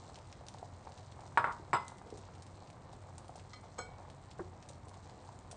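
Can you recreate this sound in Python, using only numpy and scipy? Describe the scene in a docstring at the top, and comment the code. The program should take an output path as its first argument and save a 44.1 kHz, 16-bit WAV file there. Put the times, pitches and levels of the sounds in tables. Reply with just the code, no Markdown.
"""An omelette fries gently in a pan on a gas stove in a small kitchen: tiny bubbles fizz in the fat,
droplets spit, and steam plops through the egg in short rising notes. The pan knocks twice on the grate
and rattles, ringing the bars and booming the stove top. Later a steel utensil clinks twice and
something is set down with a dull thud. A low hum and the rush of the burner lie under it all."""
import sys
import numpy as np
from scipy import signal
from scipy.fft import rfft, irfft
from scipy.io import wavfile
from scipy.ndimage import uniform_filter1d

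SR = 44100
rng = np.random.default_rng(int(sys.argv[2]) if len(sys.argv) > 2 else 0)


def transcribe(signal):
    """Save signal, clipped to [-1, 1], as a 16-bit WAV file at the path in sys.argv[1]."""
    frames = np.atleast_2d(signal).T
    limited = np.clip(frames, -1, 1)
    pcm = np.round(limited * 32767).astype(np.int16)
    wavfile.write(sys.argv[1], SR, pcm)


N = 245535
T = np.arange(SR * 3 // 4) / SR  # time after a hit, s

# Tone curves (f/Hz, gain/dB): burner, room tail, pan clack, enamel snap, stove-top boom, sizzling fat
BURNER_EQ = [(20, -24.5), (32, -11.5), (48, -3), (70, -2.5), (95, 1.5), (135, 0.5), (180, -6), (300, -11),
             (500, -15), (800, -11.5), (1050, -14.5), (1500, -22.5), (2200, -27.5), (5000, -51)]
ROOM_EQ = [(60, 3.5), (200, 6), (1200, 0.5), (3000, -3), (9000, -3)]
CLACK_EQ = [(60, -49), (140, -18.5), (300, -19.5), (500, -12.5), (770, -6.5), (950, 4.5), (1150, 0),
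            (1350, 0.5), (1800, -9), (2100, -7), (2800, -23), (5000, -44), (9500, -31)]
SNAP_EQ = [(1000, -23.5), (2200, 13), (2800, -1.5), (3700, 1), (5000, -15), (9000, -14.5)]
BOOM_EQ = [(60, -23), (125, 11), (200, -4.5), (400, 3), (680, 2.5), (1000, 1), (2500, -46)]
SIZZLE_EQ = [(800, -51), (1500, -3.5), (2500, -2.5), (4000, 8), (5500, 3), (7500, 5), (8800, 3),
             (9500, -33)]
# Partials of the low hum: f/Hz, rms level/dB
HUM_PARTIALS = [(92, -59.5), (129, -71)]
# Utensil hits: t/s, level/dB, strike spot/0-1, ring time left by the grip/0-1, tock/dB, scratch/dB
UTENSIL_HITS = [(3.5331, -15, 0.06, 0.76, -3, -16), (3.7835, -6, 0.8, 0.44, -3, -24),
                (3.7864, -6, 1, 0.96, 7.5, -25), (3.7924, -10.5, 1, 0.86, 4.5, -31)]
# Pan hitting the grate: t/s, level/dB, rebound gap/s, step per rebound/dB, contact cut-off/Hz,
# bar ring/dB, strike spot/0-1, snap/dB, boom/dB
PAN_HITS = [(1.3742, 0.5, 0.0053, -7.5, 2100, -12.5, 0.15, 2, -2),
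            (1.4426, -4, .00525, -10.5, 1620, -17.5, 0.2, -11, -8.5),
            (1.472, -12.5, 0.012, -2.5, 1670, -22, 0.4, -32, -12),
            (1.7314, -2.5, 0.0071, -4, 1560, -1, 0.82, 0, 1.5)]
# Modes of utensil, pan and grate bars: f/Hz, level struck at spot 0/dB, level at spot 1/dB, t60/s
UTENSIL_RING = [(490, -20, -7, .2), (734, -20, 0, .19), (1232, 7, -1, .18), (1459, -14, 2.5, .28),
                (2025, 5, -20, .22), (2073, -10, -26, 1.0), (2252, -6, -6.5, .52), (3163, -8, -12, .33),
                (3429, -14, -20, .26), (4190, 4, -2, .24), (5345, -7, -9, .22), (6595, -12, -5, .17),
                (6710, -19, -9, .17), (7520, -22, -17, .23), (7735, -22, -8, .25), (7832, -22, -7, .2),
                (7904, -22, -7, .23), (8724, -24, -14, .1)]
PAN_RING = [(687, -15, -3, .22), (860, -9, -14, .2), (948, 1.5, 4, .21), (985, -3, 0, .14),
            (1069, -9, 4, .27), (1128, 0, -10, .22), (1262, -12, -7, .27), (1329, -9, 4, .21),
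            (1345, 1, -7, .2), (1403, -7, -2, .25), (1545, -14, -10, .17), (1677, -7, -13, .16),
            (1942, -13, -14, .14), (2290, -19, -19, .16), (2588, -23, -20, .22)]
BAR_RING = [(2041, -6, 1, .62), (2831, -4, -6, .16), (3470, -2, -13, .14), (3545, -2, -11, .15),
            (3941, -8, -12, .16), (4408, -10, -12, .17), (4975, -11, -7, .15), (5041, -1, 0, .24),
            (7480, -12, 0, .07), (7695, -2, -1, .13), (7765, -3, -1, .2), (8380, -20, -18, .33)]
# Vigour of the frying: t/s, level/dB
SIZZLE_ENVELOPE = [(0.0, -62.5), (0.2, -70), (1.08, -70.5), (2.24, -71.5), (3.07, -72.5), (3.28, -69.5),
                   (4.58, -73.5), (5.04, -70.5), (5.55, -72)]
# Big steam bubbles under the egg: t/s, peak level/dB, f/Hz
BIG_PLOPS = [(.411, -43.5, 630), (.545, -40.5, 783), (.628, -34, 667), (.872, -36, 900),
             (1.191, -41.5, 850), (1.26, -41.5, 730), (1.597, -43, 350), (1.896, -43, 800),
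             (1.919, -40, 860), (2.015, -41.5, 800), (2.065, -42.5, 470), (2.125, -36.5, 400),
             (2.287, -45, 980), (2.622, -44.5, 780), (2.932, -42.5, 766), (3.293, -42, 720),
             (3.355, -41.5, 690), (3.377, -43.5, 880), (4.002, -41, 700), (4.702, -44, 540),
             (4.87, -46, 450), (4.97, -46, 750), (5.29, -41, 820), (5.528, -43, 630)]
# Big bursting droplets of fat: t/s, peak level/dB, centre f/Hz, spray against the tick/dB
BIG_SPITS = [(0.1444, -40.5, 4030, -13), (0.157, -40, 4030, -15), (0.188, -45, 5880, -28),
             (0.318, -47, 6030, -28), (0.327, -38.5, 3440, -22), (0.4669, -40, 6400, -14),
             (0.4850, -33, 5400, -22), (0.5403, -43, 5400, -13), (0.585, -44.5, 4500, -9),
             (0.921, -43, 3600, -18), (0.977, -45.5, 3000, -11), (1.1218, -52, 3000, -6),
             (1.207, -44.5, 4160, -14), (1.5243, -41.5, 5500, -13), (1.8814, -32, 6300, -21),
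             (1.903, -46, 3500, -21), (1.9838, -47.5, 4750, -21), (2.1028, -46.5, 4710, -8),
             (2.173, -45.5, 7860, -1), (2.2361, -50, 3000, -8), (2.3518, -49.5, 3960, 0),
             (2.423, -40, 6300, -9), (2.4655, -46.5, 4770, -7), (2.6733, -48.5, 3500, -6),
             (2.702, -43.5, 5870, -20), (2.928, -51, 6000, -1), (3.1815, -31.5, 7600, -17),
             (3.2815, -40.5, 7900, -20), (3.358, -43, 7830, -8), (3.3957, -48, 2000, -2),
             (4.1007, -41.5, 4240, -15), (4.312, -49, 4000, 5), (4.6261, -45.5, 3260, -11),
             (4.688, -42, 6800, 1), (4.884, -42, 8100, -9), (4.894, -41.5, 7500, -26),
             (4.9422, -45, 3500, -16), (5.097, -43, 3500, -19), (5.39, -41, 6710, -28),
             (5.5125, -38, 7500, 11)]


def undb(db):
    """Decibels to gain."""
    return 10 ** (np.asarray(db) / 20)


def unit(x):
    """Scale to rms 1."""
    return x / np.sqrt(np.mean(x ** 2))


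def add(out, s, x):
    """Mix x into out from time s."""
    i = max(int(s * SR), 0)
    out[i:i + len(x)] += x[:max(len(out) - i, 0)]


def fade(t60):
    """Exponential decay, 60 dB down after t60 seconds."""
    return np.exp(-np.log(1000) * T / t60)


def burst(t60):
    """Decaying white noise."""
    return rng.standard_normal(len(T)) * fade(t60)


def drift(rate):
    """Smooth random wobble of rms 1, with rate new values a second."""
    hold = int(SR / rate)
    steps = np.repeat(rng.standard_normal(N // hold + 1), hold)
    return unit(uniform_filter1d(uniform_filter1d(steps, hold), hold)[:N])


def eq(x, curve, size=4096):
    """Minimum-phase filter of unit energy along a tone curve (f/Hz, gain/dB)."""
    hz, db = np.transpose(curve)
    bin_hz = np.arange(size // 2 + 1) * SR / size
    gain = undb(np.interp(np.log(bin_hz + 1), np.log(hz), db))
    cepstrum = irfft(np.log(unit(gain)))
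    cepstrum[1:size // 2] *= 2
    cepstrum[size // 2 + 1:] = 0
    return signal.fftconvolve(x, irfft(np.exp(rfft(cepstrum))))[:len(x)]


def soften(x, hz):
    """A softer contact lasts longer and drives less treble."""
    return signal.sosfilt(signal.butter(2, hz, fs=SR, output="sos"), x)


def ring(modes, hits, beat, contact_db, flutter_db, contact_t60=0.041):
    """Hits (t/s, level/dB, spot, ring share) feed modes that drop fast in contact, then ring on."""
    out, t = np.zeros(N), np.arange(N) / SR
    contact = undb(contact_db) * fade(contact_t60)
    attack = 1 - fade(0.003)
    for hz, db_0, db_1, t60 in modes:
        energy = np.zeros(N)
        for s, db, spot, ring_share in hits:
            gain = undb(db + np.interp(spot, [0, 1], [db_0, db_1]))
            envelope = (fade(t60 * ring_share) + contact) * attack
            add(energy, s, (gain * envelope) ** 2)
        # uneven metal splits each mode into a beating pair
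        phase = hz * t + rng.random()
        split_hz = rng.uniform(15, 50) * rng.choice([-1, 1])
        pair = np.sin(2 * np.pi * phase) + beat * np.sin(2 * np.pi * (phase + split_hz * t))
        # each mode wavers quickly and randomly in level, as with room echoes
        out += np.sqrt(energy) * pair * undb(flutter_db * drift(130))
    return out


def scatter(per_s, db, hz, spread_db, spread_octaves):
    """Bubbles (t/s, level/dB, f/Hz) in random bunches, each with its own strength and size."""
    gap, strength, pitch = rng.random((200, 3)).T
    times = np.cumsum(np.log(1 - gap) ** 2 / 2) / per_s  # many short gaps, a few long ones
    levels = db + spread_db * (2 * strength - 1)
    pitches = hz * 2 ** (spread_octaves * (2 * pitch - 1))
    return np.column_stack([times, levels, pitches])[times < N / SR]


def room(x, wet_db, t60=0.37):
    """Tiles and cupboards return a short diffuse tail."""
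    tail = eq(burst(t60) * (1 - fade(0.012)), ROOM_EQ)
    return x + undb(wet_db) * signal.fftconvolve(x, tail / np.linalg.norm(tail))[:N]


def hum():
    """A low hum wavers in pitch and level."""
    out = np.zeros(N)
    for hz, db in HUM_PARTIALS:
        phase = np.cumsum(hz + 3 * drift(14)) / SR
        out += undb(db) * unit(np.sin(2 * np.pi * phase) * undb(2.5 * drift(12)))
    return out


def burner(level_db=-55):
    """The gas flame lays down a soft, dark, almost steady rush."""
    return unit(eq(rng.standard_normal(N), BURNER_EQ)) * undb(level_db + 0.32 * drift(1.6))


def thud(at_s=4.391, tap_db=-36.5, hollow_db=-37, hollow_hz=360, hollow_s=0.035):
    """Something is set down: a dull tap with a hollow note that swells and is damped at once."""
    out = np.zeros(N)
    tap = eq(burst(0.087) * (1 - fade(0.012)),
             [(100, -4), (350, -4), (1100, -7.5), (1800, -17), (2600, -40), (8000, -47)])
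    hollow = np.sin(2 * np.pi * hollow_hz * T) * np.sin(np.pi * np.minimum(T / hollow_s, 1))
    add(out, at_s, undb(tap_db) * tap + undb(hollow_db) * hollow)
    return room(out, wet_db=-18)


def utensil(taps_db=-37.5, steel_db=-41.5, buzz_db=-11, buzz_t60=0.08):
    """Scratchy taps ring the steel, which buzzes briefly on the surface below; that answers: tock."""
    taps, touching = np.zeros(N), np.zeros(N)
    for s, db, _, _, tock_db, scratch_db in UTENSIL_HITS:
        tock = eq(burst(0.049) * (1 - fade(0.005)),
                  [(100, -24), (450, 8), (1400, 6.5), (2400, -24), (4500, -25), (9000, -37)])
        scratch = eq(burst(0.056), [(1500, -13), (3500, 5), (5500, 7), (9000, -21)])
        add(taps, s, undb(db + tock_db) * tock + undb(scratch_db) * scratch)
        add(touching, s, fade(buzz_t60))
    hits = [hit[:4] for hit in UTENSIL_HITS]
    steel = ring(UTENSIL_RING, hits, beat=0.4, contact_db=-17, flutter_db=2.3)
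    buzz = 1 + undb(buzz_db) * np.sqrt(touching) * drift(600)
    return undb(taps_db) * room(taps, wet_db=-8) + undb(steel_db) * steel * buzz


def stove(snaps_db=-38.5, booms_db=-36.5):
    """Each pan hit snaps brightly on the enamel, and the sheet-metal stove top booms just after."""
    out = np.zeros(N)
    for s, *_, snap_db, boom_db in PAN_HITS:
        snap = eq(burst(0.058), SNAP_EQ)
        boom = eq(burst(0.22) * (1 - fade(0.01)), BOOM_EQ)
        add(out, s, undb(snaps_db + snap_db) * snap + undb(booms_db + boom_db) * boom)
    return out


def rattle(count=4):
    """Each pan hit chatters on the grate in evenly spaced, ever weaker contacts."""
    return [(s + k * gap, db + k * step_db, cutoff_hz, bar_db, spot)
            for s, db, gap, step_db, cutoff_hz, bar_db, spot, _, _ in PAN_HITS for k in range(count)]


def pan(clack_db=1.5, crunch_db=-44, body_db=-35, bars_db=-47):
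    """Each contact gives a sharp clack, a dense shudder, the pan's low ring and the bars' thin one."""
    clacks, contacts = np.zeros(N), rattle()
    shudder = (undb(-25) * fade(0.065) + undb(-46) * fade(0.32)) * (1 - fade(0.0048))
    for s, db, cutoff_hz, _, _ in contacts:
        impact = (T == 0) + shudder * rng.standard_normal(len(T))
        add(clacks, s, undb(db + clack_db) * soften(eq(impact, CLACK_EQ), cutoff_hz))
    # bare metal grinding on the bar adds a faint bright crunch
    for s, db, _, bar_db, _ in contacts:
        crunch = eq(burst(0.18), [(1500, -8), (2500, 12), (3800, 9.5), (6000, -7), (9000, -3)])
        add(clacks, s, undb(db + bar_db / 2 + crunch_db) * crunch)
    body_hits = [(s, db, spot, 1) for s, db, _, _, spot in contacts]
    bar_hits = [(s, db + bar_db, spot, 1) for s, db, _, bar_db, spot in contacts]
    body = ring(PAN_RING, body_hits, beat=0.25, contact_db=5, flutter_db=1)
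    bars = ring(BAR_RING, bar_hits, beat=0.4, contact_db=-10, flutter_db=2.3)
    return room(clacks, wet_db=-11.5) + undb(body_db) * body + undb(bars_db) * room(bars, wet_db=-10.5)


def simmer(per_s=60, spread_db=3, level_db=-66):
    """Small bubbles mutter under the egg."""
    onsets = rng.random(N) < per_s / SR
    pops = onsets * undb(spread_db * np.minimum(rng.exponential(size=N), 3))
    muffled = [(100, -35.5), (450, 0.5), (720, 2.5), (1000, 0.5),
               (1500, -17.5), (3000, -19.5), (9000, -40.5)]
    return undb(level_db) * unit(eq(pops, muffled))


def plops(glide=0.046, decay_cycles=9, smack_db=-15):
    """Steam pockets open in the soft egg, big among small: a short rising note with a wet smack."""
    out = np.zeros(N)
    small = scatter(per_s=5.4, db=-47.5, hz=852, spread_db=0.5, spread_octaves=0.31)
    for s, db, hz in [*BIG_PLOPS, *small]:
        bend = 1 + glide * (1 - fade(0.078))
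        note = np.sin(2 * np.pi * hz * T * bend) * fade(decay_cycles / hz)
        smack = eq(burst(0.024), [(hz / 3, -20), (hz * 0.48, -3), (hz, 0),
                                  (hz * 1.45, -4), (hz * 3.1, -25), (hz * 8, -45)])
        plop = (note + undb(smack_db) * smack) * (1 - fade(0.006))
        add(out, s, undb(db) * plop / np.abs(plop).max())
    return out


def spits(tick_t60=0.0021, spray_t60=0.064, small_spray_db=-4.5):
    """Fat droplets burst with a sharp tick and a fine spray; small ones crackle between the big."""
    out = np.zeros(N)
    small = scatter(per_s=14, db=-59.5, hz=3800, spread_db=4, spread_octaves=0.16)
    for s, db, hz, spray_db in BIG_SPITS + [(*row, small_spray_db) for row in small]:
        envelope = fade(tick_t60) + undb(spray_db) * fade(spray_t60)
        noise = (rng.standard_normal(len(T)) * envelope)[:SR // 10]
        spit = eq(noise, [(500, -14), (hz / 3, -7), (hz * 0.41, -4), (hz, 0), (hz * 2, -5), (20000, -40)])
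        add(out, s, undb(db) * spit / np.abs(spit).max())
    return out


def sizzle(per_s=750, spread_db=3.1, flicker_db=1.4, cluster_db=1.4, hiss_db=-4.5, bands=5):
    """Countless tiny bubbles burst in the fat, in clusters and several registers, over a smooth hiss."""
    grains = np.zeros(N)
    for hz in np.geomspace(2000, 8500, bands):
        sizes = undb(spread_db * np.minimum(rng.exponential(size=N), 4)) * rng.choice([-1, 1], N)
        pops = sizes * (rng.random(N) < per_s / bands / SR)
        gain = undb(flicker_db * drift(24)) * np.sqrt(hz)
        grains += gain * eq(pops, [(hz / 3, -18), (hz, 0), (hz * 2, -14)])
    spurts = undb(flicker_db * drift(45) + cluster_db * drift(10))
    fizz = unit(grains * spurts) + undb(hiss_db) * rng.standard_normal(N)
    vigour_db = np.interp(np.arange(N) / SR, *np.transpose(SIZZLE_ENVELOPE))
    return unit(eq(fizz, SIZZLE_EQ)) * undb(vigour_db)


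def scene():
    """Mono mix: frying in the kitchen's reverb, cookware accents, and a bed of burner and hum."""
    frying = room(plops() + spits(), wet_db=-10.5) + room(sizzle() + simmer(), wet_db=-5)
    return (frying + pan() + stove() + utensil() + thud() + burner() + hum())[None]


def record(dry, top_hz=9450):
    """The microphone channel cuts the top end steeply."""
    return signal.sosfilt(signal.ellip(10, 0.2, 70, top_hz, fs=SR, output="sos"), dry)


dry = scene()
out = record(dry)
transcribe(out)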